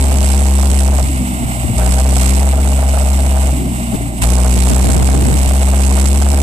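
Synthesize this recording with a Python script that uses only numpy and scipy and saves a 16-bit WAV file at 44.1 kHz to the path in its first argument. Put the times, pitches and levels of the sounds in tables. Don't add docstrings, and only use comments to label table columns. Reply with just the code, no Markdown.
import sys
import numpy as np
from scipy import signal
from scipy.fft import rfft, irfft
from scipy.io import wavfile

SR = 44100
rng = np.random.default_rng(int(sys.argv[2]) if len(sys.argv) > 2 else 0)


def bounce(signal):
    frames = np.transpose(np.atleast_2d(signal))
    limited = np.clip(frames, -1, 1)
    pcm = np.round(limited * 32767).astype(np.int16)
    wavfile.write(sys.argv[1], SR, pcm)


N = 283122

FREE_HZ = 66.8
LEFT_LAG_S = 0.0003
HOLLOW_HZ = 560


def from_db(db):
    return 10 ** (np.asarray(db) / 20)


def rms_one(x):
    return x / np.sqrt(np.mean(x ** 2) + 1e-20)


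def times():
    return np.arange(N) / SR


def in_time(rows):
    s, *columns = np.transpose(rows)
    return [np.interp(times(), s, column) for column in columns]


def at_hz(points):
    hz = np.maximum(np.fft.rfftfreq(N, 1 / SR), 1)
    point_hz, values = np.transpose(points)
    return np.interp(np.log(hz), np.log(point_hz), values)


def shaped(x, gain):
    return irfft(rfft(x) * gain, N)


def filtered(x, order, hz, kind):
    return signal.sosfilt(signal.butter(order, hz, kind, fs=SR, output="sos"), x)


def ring_poles(r, hz):
    return [1, -2 * r * np.cos(2 * np.pi * hz / SR), r * r]


def decaying(clicks, decay_s):
    return signal.lfilter([1], [1, -np.exp(-1 / (decay_s * SR))], clicks + 1e-18)


def clicks_at(rows, gain_db):
    s, peak_db = np.transpose(rows)
    clicks = np.zeros(N)
    clicks[(s * SR).astype(int)] = from_db(peak_db + gain_db)
    return clicks


def drift(rate_hz):
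    r = np.exp(-2 * np.pi * rate_hz / SR)
    return rms_one(signal.lfilter([1], [1, -2 * r, r * r], rng.standard_normal(N + SR))[SR:])


def per_firing(firings, spread_db):
    return from_db(spread_db * np.interp(firings, np.arange(500), rng.standard_normal(500)))


def late(x, lag_s):
    t = times()
    return np.interp(t - lag_s, t, x)


def leaning(db, lean_db):
    return from_db(db + lean_db * np.array([[.5], [-.5]]))


# frequency in Hz, shared part 0-1 (held to 1).
SHARED_NOISE = [(300, 0.01), (1300, 1), (1900, 1), (3000, 0.42), (6000, 0.07)]


def at_ports(envelope, left_colour, right_colour):
    common, left, right = rng.standard_normal((3, N)) * envelope
    alike = np.clip(at_hz(SHARED_NOISE), 0, 1)
    ports = []
    for shared, own, colour in [(late(common, LEFT_LAG_S), left, left_colour), (common, right, right_colour)]:
        gain = from_db(at_hz(colour))
        ports.append(shaped(shared, np.sqrt(alike) * gain) + shaped(own, np.sqrt(1 - alike) * gain))
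    return rms_one(filtered(ports, 4, HOLLOW_HZ, "high"))


# start in seconds, end in seconds, throttle 0-1 just
# after the start, seconds held there, throttle 0-1 after the next drop, throttle 0-1 at the end,
# peak of the hiss burst as the fuel returns in dB.
FUEL_CUTS = [(1.0, 1.76, 0.68, 0.17, 0.5, 0.5, 0.5), (3.5, 4.213, 0.65, 0.059, 0.53, 0.44, 13.5)]
CUT_FALL_S, DROP_S = 0.057, 0.096
PICK_UP_S, BARK_S = 0.013, 0.011


def fuel(load):
    t, throttle, cut, bark_db = times(), load, 0, 0
    for start, end, first, held_s, then, last, db in FUEL_CUTS:
        share = np.interp(t, [start, start + CUT_FALL_S, end, end + PICK_UP_S], [0, 1, 1, 0])
        drop_at = start + held_s
        reduced = np.interp(t, [drop_at, drop_at + DROP_S, end], [first, then, last])
        throttle = throttle + share * (reduced - throttle)
        cut = cut + share
        since = np.maximum(t - end, 0) / BARK_S
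        bark_db = bark_db + db * since * np.exp(1 - since)
    return throttle, cut, bark_db


CYLINDER_BOOM_DB = [-4, -6, -3.5, -6.5]
BOOM_IDLE_DB, BOOM_LOAD_DB = -36.5, 5.5


def boom(firings, throttle, second_db, skew_db):
    phase = 2 * np.pi * (firings + 0.014 * drift(27.0))
    skew = from_db(skew_db) * np.sin(2 * phase)
    shoulders = from_db(-14) * np.cos(3 * phase)
    pulse = np.cos(phase) - skew - shoulders + from_db(second_db) * np.cos(2 * phase)
    cylinder_db = np.interp(firings % 4, np.arange(5), CYLINDER_BOOM_DB + [CYLINDER_BOOM_DB[0]])
    level_db = BOOM_IDLE_DB + (BOOM_LOAD_DB - BOOM_IDLE_DB) * throttle + cylinder_db
    return from_db(level_db) * per_firing(firings, spread_db=0.5) * pulse


HUM_MULTIPLES = [2, 3, 3.75, 4.75]
HUM_LEVELS_DB = [-27.5, -24.5, -28.5, -36]


def hum(firings):
    out = 0
    for multiple, db in zip(HUM_MULTIPLES, HUM_LEVELS_DB):
        level = from_db(db + 4 * drift(6.9)) * np.sqrt(2)
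        out = out + level * np.cos(2 * np.pi * multiple * firings + 2 * np.pi * .05 * drift(12.5))
    return out


CYLINDER_CLATTER_DB = [2.2, -1, -2.5, 2.2]


def by_cylinder(firings):
    return from_db(np.array(CYLINDER_CLATTER_DB)[firings.astype(int) % 4])


# frequency in Hz, width of one filter pass in Hz, relative level in dB.
PIPE_RESONANCES = [(637.6, 103, 13.5), (696, 256, 7), (767, 64, 3)]
KNOCK_AT, KNOCK_DB = .6, 24


def rasp(firings):
    count = np.floor(firings - KNOCK_AT)
    knocks = from_db(KNOCK_DB) * np.diff(count, prepend=count[0]) * per_firing(firings, spread_db=2.5)
    gas = rng.standard_normal(N) * per_firing(firings, spread_db=2.16)
    blows = (gas + knocks) * by_cylinder(firings)
    out = 0
    for hz, width_hz, db in PIPE_RESONANCES:
        stage = [1, 0, -1] + ring_poles(np.exp(-np.pi * width_hz / SR), hz)
        out = out + from_db(db) * rms_one(signal.sosfilt([stage, stage], blows))
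    return rms_one(filtered(out, 4, HOLLOW_HZ, "high"))


# start in seconds, relative level in dB.
HARDEST_KNOCKS = [(0.118, -12), (0.302, -20), (0.632, -10), (0.986, -11), (2.004, -33), (2.167, -8),
                  (2.43, -14), (2.974, -11), (4.237, -9), (4.672, -14), (4.766, -7.5), (5.089, -11),
                  (5.391, -15), (5.51, -12), (5.63, -13), (5.735, -14), (5.914, -16), (6.222, -7.5),
                  (6.265, -10)]
HARD_HZ, HARD_DECAY_S, HARD_DB = 710, 0.0047, 5


def hard_knocks():
    r = np.exp(-1 / (HARD_DECAY_S * SR))
    strike = [0, np.sin(2 * np.pi * HARD_HZ / SR)]
    return signal.lfilter(strike, ring_poles(r, HARD_HZ), clicks_at(HARDEST_KNOCKS, HARD_DB) + 1e-18)


# frequency in Hz, relative level in dB per Hz.
FAN_LEFT = [(520, -10), (720, -0.5), (900, -6), (1600, -17), (2150, -13), (2450, -14), (2850, -15),
            (3300, -22.5), (3550, -18), (4000, -28), (5200, -29), (7000, -34), (9500, -26), (15000, -30)]
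# frequency in Hz, relative level in dB per Hz.
FAN_RIGHT = [(520, -7), (720, -0.5), (900, -8), (1600, -18.5), (2150, -10), (2450, -22), (2850, -10.5),
             (3300, -22), (3550, -16.5), (4000, -19.5), (5000, -21), (6800, -18), (7900, -2), (9000, -9),
             (11000, -18), (15000, -11.5)]
# frequency in Hz, relative dB per Hz.
JET_AT_LEFT = [(500, -28), (900, -9), (1500, -14.5), (2500, -18.5), (3300, -18.5), (4300, -13), (5200, -24),
               (9500, -27), (15000, -46)]
# frequency in Hz, relative level in dB per Hz.
JET_AT_RIGHT = [(500, -16.5), (1200, -20), (1600, -19), (2200, -11.5), (2900, -13.5), (3400, -15.5),
                (5500, -9.5), (6800, -8.5), (7900, 2.4), (9000, -4), (11000, -10), (15000, -20.5)]
# share of the firing cycle 0-1, relative level in dB.
JET_PUFF = [(0, 0), (.1, 16), (.5, 11), (.65, 3), (1, 0)]
PUFF_AT, PUFF_LATER_PER_HZ = .25, .022
JET_CUT_DB = 3


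def hiss(firings, speed_hz, throttle, cut):
    since = (firings - PUFF_AT - PUFF_LATER_PER_HZ * (FREE_HZ - speed_hz)) % 1
    swell_db = np.interp(since, *np.transpose(JET_PUFF))
    flutter_db = 0.9 * drift(130) + 2.75 * drift(720) + 2.0 * drift(2.4)
    puffs = from_db(swell_db + flutter_db) * per_firing(firings, spread_db=1.5)
    jet_db = 57.0 * (throttle - 1) + 8.0 + JET_CUT_DB * cut
    jet = from_db(jet_db) * at_ports(puffs, JET_AT_LEFT, JET_AT_RIGHT)
    steady = at_ports(from_db(1.34 * drift(24)), FAN_LEFT, FAN_RIGHT)
    return jet + from_db(2.5 * throttle) * steady


# start in seconds, relative level in dB.
BRIGHT_RATTLES = [(0.303, -14), (0.3326, -18), (0.4349, -11), (0.509, -8), (0.7893, -5), (1.781, -6),
                  (1.862, -2.5), (1.921, -5), (2.168, -4), (2.3511, -14), (2.43, -9), (2.7053, -22),
                  (4.2197, -6), (4.401, -3), (4.6558, -17), (4.72, -10), (5.0095, -15), (5.0704, -12),
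                  (5.1751, -13), (5.4151, -11), (5.51, -16), (5.63, -4), (5.851, -22), (6.221, 0)]
RATTLE_DECAY_S, RATTLE_GAIN_DB = 0.0032, -5


def rattles():
    bursts = decaying(clicks_at(BRIGHT_RATTLES, RATTLE_GAIN_DB), RATTLE_DECAY_S)
    return np.sqrt(np.mean(bursts ** 2)) * at_ports(bursts, JET_AT_LEFT, JET_AT_RIGHT)


TICKS_PER_S = 160
TICK_DB, TICK_SPREAD_DB, TICK_DECAY_S = -33.5, 7, 0.001


def ticks(throttle, cut):
    born = rng.random(N) < TICKS_PER_S * throttle * (1 - cut) / SR
    clicks = born * from_db(TICK_SPREAD_DB * np.minimum(rng.exponential(1, N), 4))
    return from_db(TICK_DB) * at_ports(decaying(clicks, TICK_DECAY_S), JET_AT_LEFT, JET_AT_RIGHT)


# centre in seconds, half length in seconds, relative buffeting
# in dB, relative rumble in dB, left over right in dB (held to 14 either way).
WIND_GUSTS = [(0.095, 0.091, -31, -16.5, 4), (0.49, 0.031, -44, -34, -8), (0.711, 0.046, -26.5, -33, 6),
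              (1.052, 0.036, -38, -39, 11), (1.22, 0.018, -29, -23, -2), (1.442, 0.03, -32, -22, -4),
              (1.653, 0.0093, -28, -23, 19), (1.73, 0.06, -36.5, -30, 15), (1.895, 0.015, -24, -17.5, 15),
              (2.267, 0.15, -42, -21, -7), (3.628, 0.11, -51, -16, 3), (3.945, 0.0096, -24, -7, 15),
              (4.058, 0.062, -66, -25, 7), (4.26, 0.039, -25, -28, -9), (4.568, 0.034, -17.5, -31, 8),
              (4.72, 0.03, -17.5, -17.5, 15), (4.861, 0.044, -16.5, -22, 14), (4.973, 0.08, -17, -28, 13.5),
              (5.155, 0.058, -21, -23, 11), (5.294, 0.071, -18.5, -18.5, 16), (5.463, 0.066, -27, -29, -7),
              (5.85, 0.046, -47, -33, -2), (6.337, 0.49, -36.5, -22, 7.5)]


def gusting(calm_db, gust_db):
    t = times()
    out = from_db(calm_db + 2.04 * np.array([drift(0.69), drift(5.6)]))
    for (s, half_s, *_, lean_db), db in zip(WIND_GUSTS, gust_db):
        out = out + leaning(db, np.clip(lean_db, -14, 14)) * np.exp(-((t - s) / half_s) ** 2)
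    return out


# frequency in Hz, relative level in dB per Hz.
BUFFET_COLOUR = [(20, -20), (50, 3.5), (100, 13), (200, 5), (330, -5), (480, -38), (800, -50)]
BREEZE_DB = -36.5


def buffeting():
    common, left, right = rng.standard_normal((3, N))
    lumps = [from_db(1.2 * drift(40)) * (0.41 * common + own) for own in (left, right)]
    noise = rms_one(shaped(np.array(lumps), from_db(at_hz(BUFFET_COLOUR))))
    return gusting(BREEZE_DB, np.transpose(WIND_GUSTS)[2]) * noise


# centre in seconds, pitch in Hz, peak in dB before
# the amplifier, left over right in dB.
WIND_THUMPS = [(1.101, 268, -15, 3), (1.212, 151, -14, -7), (1.439, 288, -23, 6), (1.649, 308, -14, 15),
               (1.662, 74.4, -17, 19), (1.70, 231, -15, 10), (1.713, 112, -12.5, 9), (1.74, 194, -14, 8),
               (1.899, 128, -16, 1), (3.946, 198, -14.5, 22), (3.956, 400, -21, 14), (4.011, 370, -21, 11),
               (4.141, 285, -20, 3), (4.57, 124, -10, 1), (4.87, 120, -5, 8), (4.971, 135, -7, -1),
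               (5.15, 320, -6.5, 14), (5.226, 273, -10, 5), (5.30, 500, -18, 8), (5.338, 150, -6, -1)]
THUMP_CYCLES = 1.44


def thumps():
    t, out = times(), 0
    phases = rng.uniform(0, 2 * np.pi, len(WIND_THUMPS))
    for (s, hz, db, lean_db), phase in zip(WIND_THUMPS, phases):
        cycles = (t - s) * hz
        bell = np.exp(-(cycles / THUMP_CYCLES) ** 2)
        out = out + leaning(db, lean_db) * bell * np.cos(2 * np.pi * cycles + phase)
    return out


# frequency in Hz, relative level in dB per Hz.
RUMBLE_COLOUR = [(90, -2), (150, 6), (240, 9.5), (330, 2), (400, -4), (450, -32.5)]
CALM_RUMBLE_DB = -24.5


def rumble():
    common, left, right = rng.standard_normal((3, N)) * from_db(2.1 * drift(12.0))
    lumps = np.array([common + .5 * left, common + .5 * right])
    noise = rms_one(shaped(lumps, from_db(at_hz(RUMBLE_COLOUR))))
    return gusting(CALM_RUMBLE_DB, np.transpose(WIND_GUSTS)[3]) * noise


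# time in seconds, firings per second.
ENGINE_SPEED = [(0.0, 69.29), (0.12, 68.59), (0.3, 68.02), (0.6, 67.76), (0.9, 67.73), (1.05, 67.39),
                (1.2, 67.23), (1.35, 64.27), (1.5, 62.21), (1.65, 60.74), (1.76, 60.6), (1.83, 61.34),
                (1.95, 65.12), (2.1, 66.06), (2.25, 64.6), (2.4, 67.23), (2.6, 68.38), (2.9, 67.7),
                (3.2, 67.75), (3.45, 67.39), (3.6, 64.28), (3.8, 62.59), (4.0, 59.5), (4.2, 58.47),
                (4.27, 59.69), (4.36, 62.86), (4.55, 63.18), (4.75, 63.38), (4.95, 64.95), (5.15, 66.52),
                (5.35, 66.48), (5.6, 66.91), (5.9, 66.83), (6.1, 68.34), (6.25, 69.94), (6.42, 69.94)]
# time in seconds, throttle 0-1, relative hiss level in dB.
ENGINE_LOAD = [(0, 0.87, -24.5), (.6, 0.94, -24), (1.0, 0.87, -25.5), (1.8, 0.85, -24), (2.3, 0.94, -21.5),
               (2.6, 0.84, -25.5), (3.2, 0.83, -24.5), (3.5, 0.84, -26.5), (3.95, 0.9, -25.5),
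               (4.12, 0.9, -30.5), (4.3, 0.93, -24), (4.5, 0.95, -23.5), (5.0, 0.97, -24), (5.4, 0.88, -22),
               (6.0, 0.94, -24), (6.42, 0.91, -25)]
SECOND_DB, SECOND_DB_PER_HZ, SECOND_TOP_DB, SECOND_CUT_DB = -18.5, 4, -11.5, -2
SKEW_DB, SKEW_DB_PER_HZ = -21, -2
RASP_DB, RASP_DB_PER_HZ = -30, 0.37
RASP_CUT_DB, HISS_CUT_DB = -14, -2
RASP_LAG_S = 0.015


def scene():
    speed_hz, = in_time(ENGINE_SPEED)
    firings = np.cumsum(speed_hz) / SR + 0.54
    load, hiss_db = in_time(ENGINE_LOAD)
    throttle, cut, bark_db = fuel(load)
    drag_hz = FREE_HZ - speed_hz

    second_db = np.minimum(SECOND_DB + SECOND_DB_PER_HZ * drag_hz, SECOND_TOP_DB) + SECOND_CUT_DB * cut
    low = boom(firings, throttle, second_db, SKEW_DB + SKEW_DB_PER_HZ * drag_hz)
    low = low + from_db(-6 * throttle) * hum(firings)

    rasp_db = RASP_DB + RASP_DB_PER_HZ * (drag_hz + 3.5) + 0.32 * bark_db + 8.8 * throttle
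    rasp_db = rasp_db + RASP_CUT_DB * np.maximum(cut, late(cut, RASP_LAG_S))
    pipe = from_db(rasp_db) * rasp(firings) + hard_knocks()
    left = from_db(0.5) * late(low, LEFT_LAG_S) + from_db(-3.5) * late(pipe, .0001)
    right = low + from_db(5.0) * pipe

    air = from_db(hiss_db + HISS_CUT_DB * cut + bark_db + 2.5) * hiss(firings, speed_hz, throttle, cut)
    air = air + rattles() + ticks(throttle, cut)
    wind = from_db(3.5 + 4.95 * throttle) * buffeting() + thumps()
    drone = from_db(-10.5 + 8.0 * throttle) * rumble()
    return np.array([left, right]) + air + wind + drone


MID_LEAK_DB = -14.5
CASE_HZ, CASE_WIDTH_HZ, CASE_DB = 260, 77, -11.5
DIP_HZ, DIP_SHARE = (1000, 1810), 0.21
CUTOFF_HZ = 14800


def record(dry):
    top, bottom = .33, .31
    knee, leak = 5, .2
    over = np.where(dry > 0, dry / top, -dry / bottom)
    treble = filtered(dry, 2, 1100, "high")
    middle = filtered(dry, 2, [1000, 3400], "band")
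    flat = dry / (1 + over ** knee) ** (1 / knee) + leak * treble + from_db(MID_LEAK_DB) * middle
    r = np.exp(-2 * np.pi * 50 / SR)
    lifted = flat + .6 * signal.lfilter([1 - r], [1, -r], flat)
    r = np.exp(-np.pi * CASE_WIDTH_HZ / SR)
    case = signal.lfilter([(1 - r * r) / 2, 0, (r * r - 1) / 2], ring_poles(r, CASE_HZ), flat)
    lifted = lifted + from_db(CASE_DB) * case
    lifted = lifted - DIP_SHARE * filtered(lifted, 1, DIP_HZ, "band")
    passed = filtered(lifted, 1, [3, 11000], "band")
    return signal.sosfilt(signal.cheby2(16, 60, CUTOFF_HZ, fs=SR, output="sos"), passed)


dry = scene()
out = record(dry)
bounce(out)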